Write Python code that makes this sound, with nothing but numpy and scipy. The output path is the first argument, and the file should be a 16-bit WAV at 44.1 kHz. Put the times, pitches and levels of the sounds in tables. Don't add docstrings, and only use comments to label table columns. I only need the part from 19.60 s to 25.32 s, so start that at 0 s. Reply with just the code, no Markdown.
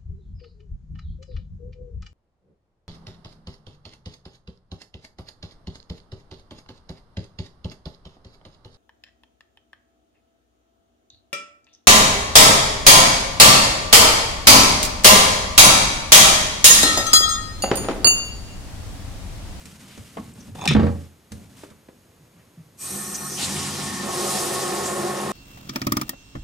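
import sys
import numpy as np
from scipy import signal
from scipy.fft import rfft, irfft
from scipy.io import wavfile
from scipy.ndimage import uniform_filter1d

SR = 44100
rng = np.random.default_rng(int(sys.argv[2]) if len(sys.argv) > 2 else 0)


def transcribe(signal):
    frames = np.atleast_2d(signal).T
    limited = np.clip(frames, -1, 1)
    pcm = np.round(limited * 32767).astype(np.int16)
    wavfile.write(sys.argv[1], SR, pcm)


N = 252252
TIME, BINS = np.arange(N) / SR, np.fft.rfftfreq(N, 1 / SR)

# (frequency [Hz], squared left-right coherence [0-1])
COHERENCE = [(130, 0.94), (640, 0.86), (1400, 0.67), (4000, 0.24), (14000, 0.86)]
# (frequency [Hz], phase by which left leads [rad])
PHASE_LEAD = [(200, -0.136), (700, -1.18), (2000, -0.45), (11500, 0.13)]
# (frequency [Hz], t60 [s])
ROOM_DECAY = [(300, 0.38), (3500, 0.23), (15000, 0.51)]
# (frequency [Hz], level [dB])
BACKGROUND_COLOUR = [(18, -27), (81, -1), (205, -4), (1600, -19.5), (6700, -25.5), (13200, -26.5),
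                     (15000, -41)]
# (start [s], length [s], rubbing [dB], shuffling [dB])
MOVES = [(-0.01, 0.17, -50, -48), (0.189, 0.36, -49.5, -50), (0.56, 0.14, -53, -42),
         (0.747, 0.14, -53.5, -43), (0.944, 0.15, -49, -40), (1.194, 0.25, -53, -44.5),
         (1.706, 0.14, -57.5, -44), (1.888, 0.086, -57.5, -50.5), (1.962, 0.079, -51, -51.5)]
# (frequency [Hz], level [dB])
RUB_COLOUR = [(300, -1), (3000, -1), (4200, -3.5), (9000, -4), (15000, -17)]
# (frequency [Hz], level [dB])
SHUFFLE_COLOUR = [(25, -27.5), (70, -1), (210, 2), (380, -14.5), (3000, -42.5)]
# (time [s], level [dB], starting pitch [Hz], length [s])
THUDS = [(0.393, -36.5, 160, 0.0091), (0.594, -27.5, 300, 0.0065), (0.614, -38, 290, 0.0083),
         (0.915, -34.5, 150, 0.015), (1.077, -17, 185, 0.048), (1.148, -16, 260, 0.052),
         (2.604, -51.5, 170, 0.035), (2.735, -49.5, 240, 0.032), (2.972, -40, 215, 0.035)]
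# (time [s], low thump [dB], hollow knock [dB], bright click [dB])
KNOCKS = [(0.055, -45, -65, -38), (0.376, -41.5, -40.5, -43.5), (0.881, -41.5, -47, -66),
          (0.951, -47, -37, -60), (1.058, -33, -20.5, -53), (1.108, -22.5, -17, -54),
          (1.719, -36.5, -41, -36), (2.035, -63, -33.5, -52), (2.102, -49, -45, -49),
          (2.286, -63, -40.5, -69)]
# (frequency [Hz], level [dB])
KNOCK_COLOUR = [(40, -10), (350, 2.5), (1000, -5.5), (2000, -16.5), (4000, -23.5), (15000, -61)]
# (frequency [Hz], level [dB])
CLICK_COLOUR = [(200, -38), (1600, 3.5), (8000, 2), (15000, -13.5)]
# (frequency [Hz], level [dB], t60 [s])
FLOOR_MODES = [(68, -7, 0.35), (85.2, 1.5, 0.42), (112.7, -7, 0.42), (137, -1.5, 0.3), (171, -9, 0.3),
               (216.8, 5.5, 0.27), (285, -8, 0.22), (475, -7, 0.23), (563, -11.5, 0.4), (1200, -24, 0.38)]
# (centre time [s], level [dB], centre [Hz], time to fall to exp(-2) [s])
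GRINDS = [(0.325, -52, 2890, 0.068), (2.115, -55, 1100, 0.022), (2.8, -63, 2000, 0.045)]
# (centre time [s], level [dB], centre [Hz], time to fall to exp(-2) [s])
SQUEAKS = [(0.738, -48, 8100, 0.0031), (0.81, -49, 5970, 0.012)]
# (time [s], level [dB])
TAPS = [(0.570, -39), (0.582, -44)]
# (frequency [Hz], level [dB], t60 [s])
TAP_MODES = [(630, -4, 0.08), (861, -3, 0.1), (1104, -1, 0.08), (2100, -7, 0.03)]
# (time [s], ring [dB], crack [dB])
CLANKS = [(0.988, -52.5, -45), (1.011, -40.5, -41), (1.039, -51, -35.5), (1.055, -47, -19),
          (1.0756, -20.5, -12.5), (1.087, -25.5, -21), (1.113, -41, -29), (1.134, -40.5, -28)]
# (frequency [Hz], level [dB], t60 [s])
WRENCH_MODES = [(1265, -16, .22), (1842, -11, .11), (2385, -6, .05), (2505, -5, .1), (2630, -7, .04),
                (3516, -1.5, .15), (3574, -8, .15), (3852, -8, .08), (5238, -14, .1), (5555, -13, .1),
                (6580, -17, .08), (8550, -20, .08)]
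# (frequency [Hz], level [dB])
CRACK_COLOUR = [(200, -23), (1500, -15.5), (2500, 2.5), (4200, -0.5), (8000, -4), (15000, -25.5)]
# (time [s], low thump [dB], hollow knock [dB])
LANDING = [(1.149, -10.5, -13.5), (1.164, -12, -13), (1.195, -20, -15), (1.231, -15.5, -22),
           (1.265, -29.5, -23.5), (1.299, -24, -46), (1.357, -34.5, -48), (1.41, -43.5, -49)]
OPEN_S, BURST_S, POUR_S = 3.165, 3.755, 4.347
# (start [s], rise [s], ebb [dB/s], valve jet [dB], spray [dB], spray brightness [dB/octave])
SURGES = [(OPEN_S, 0.086, 5.1, -35.5, -48.5, 0), (BURST_S, 0.058, 11.5, -57, -28, 0.46),
          (POUR_S, 0.42, 11.8, -34.5, -28, 4.7)]
# (frequency [Hz], half-width [Hz], level [dB])
PIPE_PEAKS = [(89.6, 7, -7), (142.7, 10, -3), (200.2, 13, 0.5), (257, 68, -11)]
# (frequency [Hz], half-width [Hz], level empty [dB], level as water pours in [dB])
CISTERN_PEAKS = [(358.6, 16.7, 3.5, 0.5), (399, 12, -1.5, -3.5), (494, 26, -5, -10), (563.5, 20.6, -10, -6),
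                 (667, 6.6, -7.5, -5), (748, 53, -5, -7), (875, 51, -8, -13), (1063, 25, -7, -9),
                 (1101, 10.4, 5, -2.5), (1258, 32, -4.5, -12.5), (1426, 15, -6.5, -19),
                 (1813, 50, -3, -15.5)]
# (frequency [Hz], level [dB])
WASH_COLOUR = [(30, -62), (450, -25.5), (1400, -24.5), (3000, -27.5), (8000, -49)]
# (frequency [Hz], level [dB])
SPRAY_COLOUR = [(900, -1), (1550, -6.5), (2100, -2), (4600, 1.5), (8700, -1.5), (11500, -10.5),
                (15000, -28)]
# (frequency [Hz], level [dB])
JET_PEAKS = [(2460, -10), (4200, -13), (4750, -14), (5620, -4), (5880, -1), (6220, -11), (6540, -6),
             (6950, -5), (7740, -2.5), (8390, 3), (9050, 2.5), (9350, -6), (9860, -6), (11080, -16),
             (11500, -6), (11900, -6), (12500, -3), (13520, -14)]
# (frequency [Hz], level [dB])
JET_COLOUR = [(2850, -9.5), (5000, -5), (5800, -4), (9300, -0.5), (10700, -7.5), (13000, -10), (14000, -14)]
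# (centre time [s], level [dB], centre [Hz], time to fall to exp(-2) [s])
SPITS = [(3.554, -29, 6230, 0.019), (3.746, -34.5, 6033, 0.094), (3.797, -34.5, 2974, 0.035),
         (3.839, -28, 4160, 0.029), (3.847, -28.5, 7600, 0.03), (5.272, -31, 7240, 0.043)]

EDDY_DB = 2.2


def gain_of(db):
    return 10 ** (np.asarray(db) / 20)


def evened(x):
    return x / np.sqrt(np.mean(x ** 2) + 1e-20)


def read(points, hz=BINS):
    f, value = np.transpose(points)
    return np.interp(np.log(hz + 1), np.log(f + 1), value)


def add(mix, s, sound):
    part = mix[..., max(round(s * SR), 0):][..., :sound.shape[-1]]
    part += sound[..., :part.shape[-1]]


def together(gains):
    return np.sqrt(sum(g ** 2 for g in gains))


def ramp(start, rise):
    return np.sin(np.pi / 2 * np.clip((TIME - start) / rise, 0, 1)) ** 2


def envelope(start, length, attack, sag_db_per_s, release_db_per_s):
    t = TIME - start
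    sag_db = sag_db_per_s * np.clip(t, 0, length)
    release_db = release_db_per_s * np.maximum(t - length, 0)
    return ramp(start, attack) * gain_of(-sag_db - release_db)


def surge(start, rise, ebb_db_per_s):
    return ramp(start, rise) * gain_of(-ebb_db_per_s * np.maximum(TIME - start - rise, 0))


def flutter(rate_hz, depth_db):
    wander = irfft(rfft(rng.standard_normal(N)) / (1 + (BINS / rate_hz) ** 4), N)
    return gain_of(depth_db * evened(wander))


def resonances(peaks):
    return np.sqrt(sum(gain_of(db) ** 2 / (1 + ((BINS - hz) / width) ** 2) ** 2 for hz, width, db in peaks))


def ripple(width_hz, depth_db):
    bins = max(round(width_hz * N / SR), 1)
    return gain_of(depth_db * evened(uniform_filter1d(rng.standard_normal(len(BINS)), bins)))


def ports(x):
    size = x.shape[-1]
    hz = np.fft.rfftfreq(size, 1 / SR)
    coherence = np.clip(read(COHERENCE, hz), 0, 1) ** .5
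    a, b = rfft(x)
    mid = a * np.sqrt((1 + coherence) / 2)
    side = b * np.sqrt((1 - coherence) / 2)
    turn = np.exp(.5j * read(PHASE_LEAD, hz))
    return irfft([(mid + side) * turn, (mid - side) / turn], size)


def noise(gain, drops_per_s=0., drop_share=0.):
    x = rng.standard_normal((2, N))
    if drops_per_s:
        drops = rng.standard_normal((2, N)) * (rng.random((2, N)) < drops_per_s / SR)
        x = x + drop_share * evened(drops)
    return evened(ports(irfft(rfft(x) * gain, N)))


def turbulent(x, depth_db):
    z = signal.stft(x, nperseg=1024, noverlap=768)[2]
    eddies = uniform_filter1d(rng.standard_normal(z.shape[1:]), size=9, axis=0)
    eddies = uniform_filter1d(eddies, size=12, axis=1)
    wavering = z * gain_of(depth_db * evened(eddies))
    return evened(signal.istft(wavering, nperseg=1024, noverlap=768)[1][:, :N])


def swishes(rows, width_share):
    out = np.zeros((2, N))
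    for s, db, hz, length in rows:
        swell = gain_of(db) * np.exp(-2 * ((TIME - s) / length) ** 2)
        out += swell * noise(resonances([(hz, width_share * hz, 0)]))
    return out


def stirred(modes, scatter_db):
    return [(hz, db + scatter_db * rng.standard_normal(), t60) for hz, db, t60 in modes]


def ring(modes, spread, lag=0.):
    t = TIME[:SR]
    shifts = spread * rng.uniform(-1.2, 1, (len(modes), 2, 1))
    shifts = shifts + np.array([[[-lag * np.sqrt(hz / 200)], [0]] for hz, _, _ in modes])
    x = np.zeros((2, SR))
    for k, (hz, db, t60) in enumerate(modes):
        x += gain_of(db - 60 * t / t60) * np.sin(2 * np.pi * hz * t + shifts[k]) * (-1) ** k
    x = x / np.std(x[:, :round(.03 * SR)])
    return x * (1 - np.exp(-t / .0008))


def burst(colour, t60):
    size = 8192
    phases = np.exp(2j * np.pi * rng.random((2, size // 2 + 1)))
    x = irfft(phases * gain_of(read(colour, np.fft.rfftfreq(size, 1 / SR))))
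    t = TIME[:size]
    return evened(ports(x)) * gain_of(-60 * t / t60) * (1 - np.exp(-t / 0.0005))


def bathroom(x):
    late = rng.standard_normal((2, SR)) * (TIME[:SR] > .004)
    hz, t, z = signal.stft(late, SR, nperseg=256)
    decay = gain_of(-60 * t / read(ROOM_DECAY, hz)[:, None])
    tail = ports(signal.istft(z * decay, SR, nperseg=256)[1])
    return signal.fftconvolve(x.mean(0)[None], tail / np.linalg.norm(tail[0]), axes=1)[:, :N]


def knocks(rows, room_db, rattle_t60):
    contacts, booms = np.zeros((2, N)), np.zeros((2, N))
    for s, thump_db, knock_db, *_ in rows:
        add(booms, s, gain_of(thump_db) * ring(stirred(FLOOR_MODES, 2), spread=0.25, lag=0.85))
        add(contacts, s, gain_of(knock_db) * burst(KNOCK_COLOUR, rattle_t60))
    panned = booms * gain_of([[-1.1], [1.1]])
    return panned + contacts + gain_of(room_db) * bathroom(contacts)


def background():
    whine = np.sin(2 * np.pi * 6600 * TIME)
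    return gain_of(-56) * noise(gain_of(read(BACKGROUND_COLOUR))) + gain_of(-73) * whine


def handling():
    attack_s, sag_db_per_s = 0.01, 6
    rub = together(gain_of(db) * envelope(s, length, attack_s, sag_db_per_s, release_db_per_s=168.5)
                   for s, length, db, _ in MOVES)
    shuffle = together(gain_of(db) * envelope(s, length, attack_s, sag_db_per_s, release_db_per_s=167.5)
                       for s, length, _, db in MOVES)
    rubbing = rub * noise(gain_of(read(RUB_COLOUR))) * flutter(rate_hz=67, depth_db=1.0)
    return rubbing + shuffle * noise(gain_of(read(SHUFFLE_COLOUR)))


def thuds():
    out = np.zeros(N)
    for s, db, hz, length in THUDS:
        pitch = hz * (1 - 0.3 * np.clip((TIME - s) / length, 0, 1))
        turns = np.cumsum(pitch * flutter(rate_hz=90, depth_db=1.1)) / SR
        strength = envelope(s, length, attack=0.0063, sag_db_per_s=0, release_db_per_s=403)
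        out += gain_of(db) * strength * np.sin(2 * np.pi * turns)
    return out + gain_of(-8) * bathroom(out[None])


def fittings():
    t60_s, room_db = 0.05, -4.5
    out = swishes(GRINDS, width_share=0.5) + swishes(SQUEAKS, width_share=0.086)
    for s, _, _, click_db in KNOCKS:
        add(out, s, gain_of(click_db) * burst(CLICK_COLOUR, t60_s))
    return out + gain_of(room_db) * bathroom(out) + knocks(KNOCKS, room_db, t60_s)


def pipe_taps():
    out = np.zeros((2, N))
    for s, db in TAPS:
        add(out, s, gain_of(db) * ring(stirred(TAP_MODES, 1.6), spread=0.91))
        add(out, s, gain_of(db + 11) * burst(KNOCK_COLOUR, t60=0.06))
    return out + gain_of(-5.5) * bathroom(out)


def scrape():
    drag = envelope(0.95, length=0.113, attack=0.0056, sag_db_per_s=-179, release_db_per_s=1303)
    nut = (810, 190, -1)
    gripping = resonances([nut] + [(hz, 66, db - 8.5) for hz, db, _ in WRENCH_MODES])
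    slips = noise(gripping, drops_per_s=300, drop_share=1.3)
    return gain_of(-49) * drag * flutter(rate_hz=70, depth_db=2.5) * slips


def jaw_rattle():
    rattle = envelope(1.075, length=0.058, attack=0.0056, sag_db_per_s=67, release_db_per_s=600)
    return gain_of(-22.5) * rattle * noise(resonances([(hz, 320, db) for hz, db, _ in WRENCH_MODES]))


def wrench():
    out = scrape() + jaw_rattle()
    for s, ring_db, crack_db in CLANKS:
        add(out, s, gain_of(ring_db) * ring(stirred(WRENCH_MODES, 4.6), spread=1.0))
        add(out, s, gain_of(crack_db) * burst(CRACK_COLOUR, t60=0.028))
    return out + gain_of(-17.5) * bathroom(out)


def landing():
    return knocks(LANDING, room_db=1.0, rattle_t60=0.067)


def cistern():
    full = ramp(BURST_S, rise=0.081)
    pouring = ramp(POUR_S + .035, rise=0.22)
    drone_db = -39.5 * (1 - full) - 33.5 * full - 2 * pouring
    drone = gain_of(drone_db) * noise(resonances(PIPE_PEAKS))
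    wash = gain_of(read(WASH_COLOUR))
    empty = noise(wash + resonances([(hz, width, db) for hz, width, db, _ in CISTERN_PEAKS]))
    churn = noise(wash + resonances([(hz, width, db) for hz, width, _, db in CISTERN_PEAKS]))
    hollow = np.sqrt(1 - pouring) * turbulent(empty, EDDY_DB)
    hollow = hollow + gain_of(8.5) * np.sqrt(pouring) * churn
    tank_db = -40.5 * (1 - full) - 36 * full
    return ramp(OPEN_S, rise=0.18) * (drone + gain_of(tank_db) * hollow)


def spray():
    colour = gain_of(read(SPRAY_COLOUR)) * ripple(width_hz=51, depth_db=1.5)
    dulling = 2.04
    surges = []
    for s, rise, ebb, _, db, bright in SURGES:
        tilt = bright - dulling * np.maximum(TIME - s - rise, 0)
        surges.append((gain_of(db) * surge(s, rise, ebb), tilt))
    octave = np.log2((BINS + 1) / 6000)
    fizz = rfft(noise(colour, drops_per_s=2800, drop_share=0.61))
    out = np.zeros((2, N))
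    for k in np.arange(-3, 2, .5):
        band = irfft(fizz * np.maximum(1 - 2 * abs(octave - k), 0), N)
        strength = together(level * gain_of(k * tilt) for level, tilt in surges)
        out += band * strength * flutter(rate_hz=16.5, depth_db=1.72)
    return out


def valve():
    bore = ripple(width_hz=90, depth_db=1.4)
    hiss = noise(bore * gain_of(read(JET_COLOUR)), drops_per_s=2300, drop_share=0.7)
    whistle = noise(resonances([(hz, 75, db) for hz, db in JET_PEAKS]))
    whistling = gain_of(0.5 - 10.0 * ramp(BURST_S, rise=0.2))
    jet = together(gain_of(db) * surge(s, rise, ebb) for s, rise, ebb, db, _, _ in SURGES)
    flow = turbulent(hiss, EDDY_DB) + whistling * turbulent(whistle, EDDY_DB)
    return jet * flow + swishes(SPITS, width_share=0.15)


def scene():
    tools = handling() + thuds() + fittings() + pipe_taps() + wrench() + landing()
    water = cistern() + spray() + valve()
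    return background() + tools + water


def record(dry):
    ceiling_db, recovery_db_per_s, edge_hz = -4, 45, 15150
    over_db = np.maximum(20 * np.log10(abs(dry).max(0) + 1e-9) - ceiling_db, 0)
    fall = TIME * recovery_db_per_s
    held_db = np.maximum.accumulate(over_db + fall) - fall
    limited = dry / gain_of(uniform_filter1d(held_db, size=40))
    low_pass = signal.firwin(511, edge_hz, window=("kaiser", 9), fs=SR)
    return signal.oaconvolve(limited, low_pass[None], "same")


dry = scene()
out = record(dry)
transcribe(out)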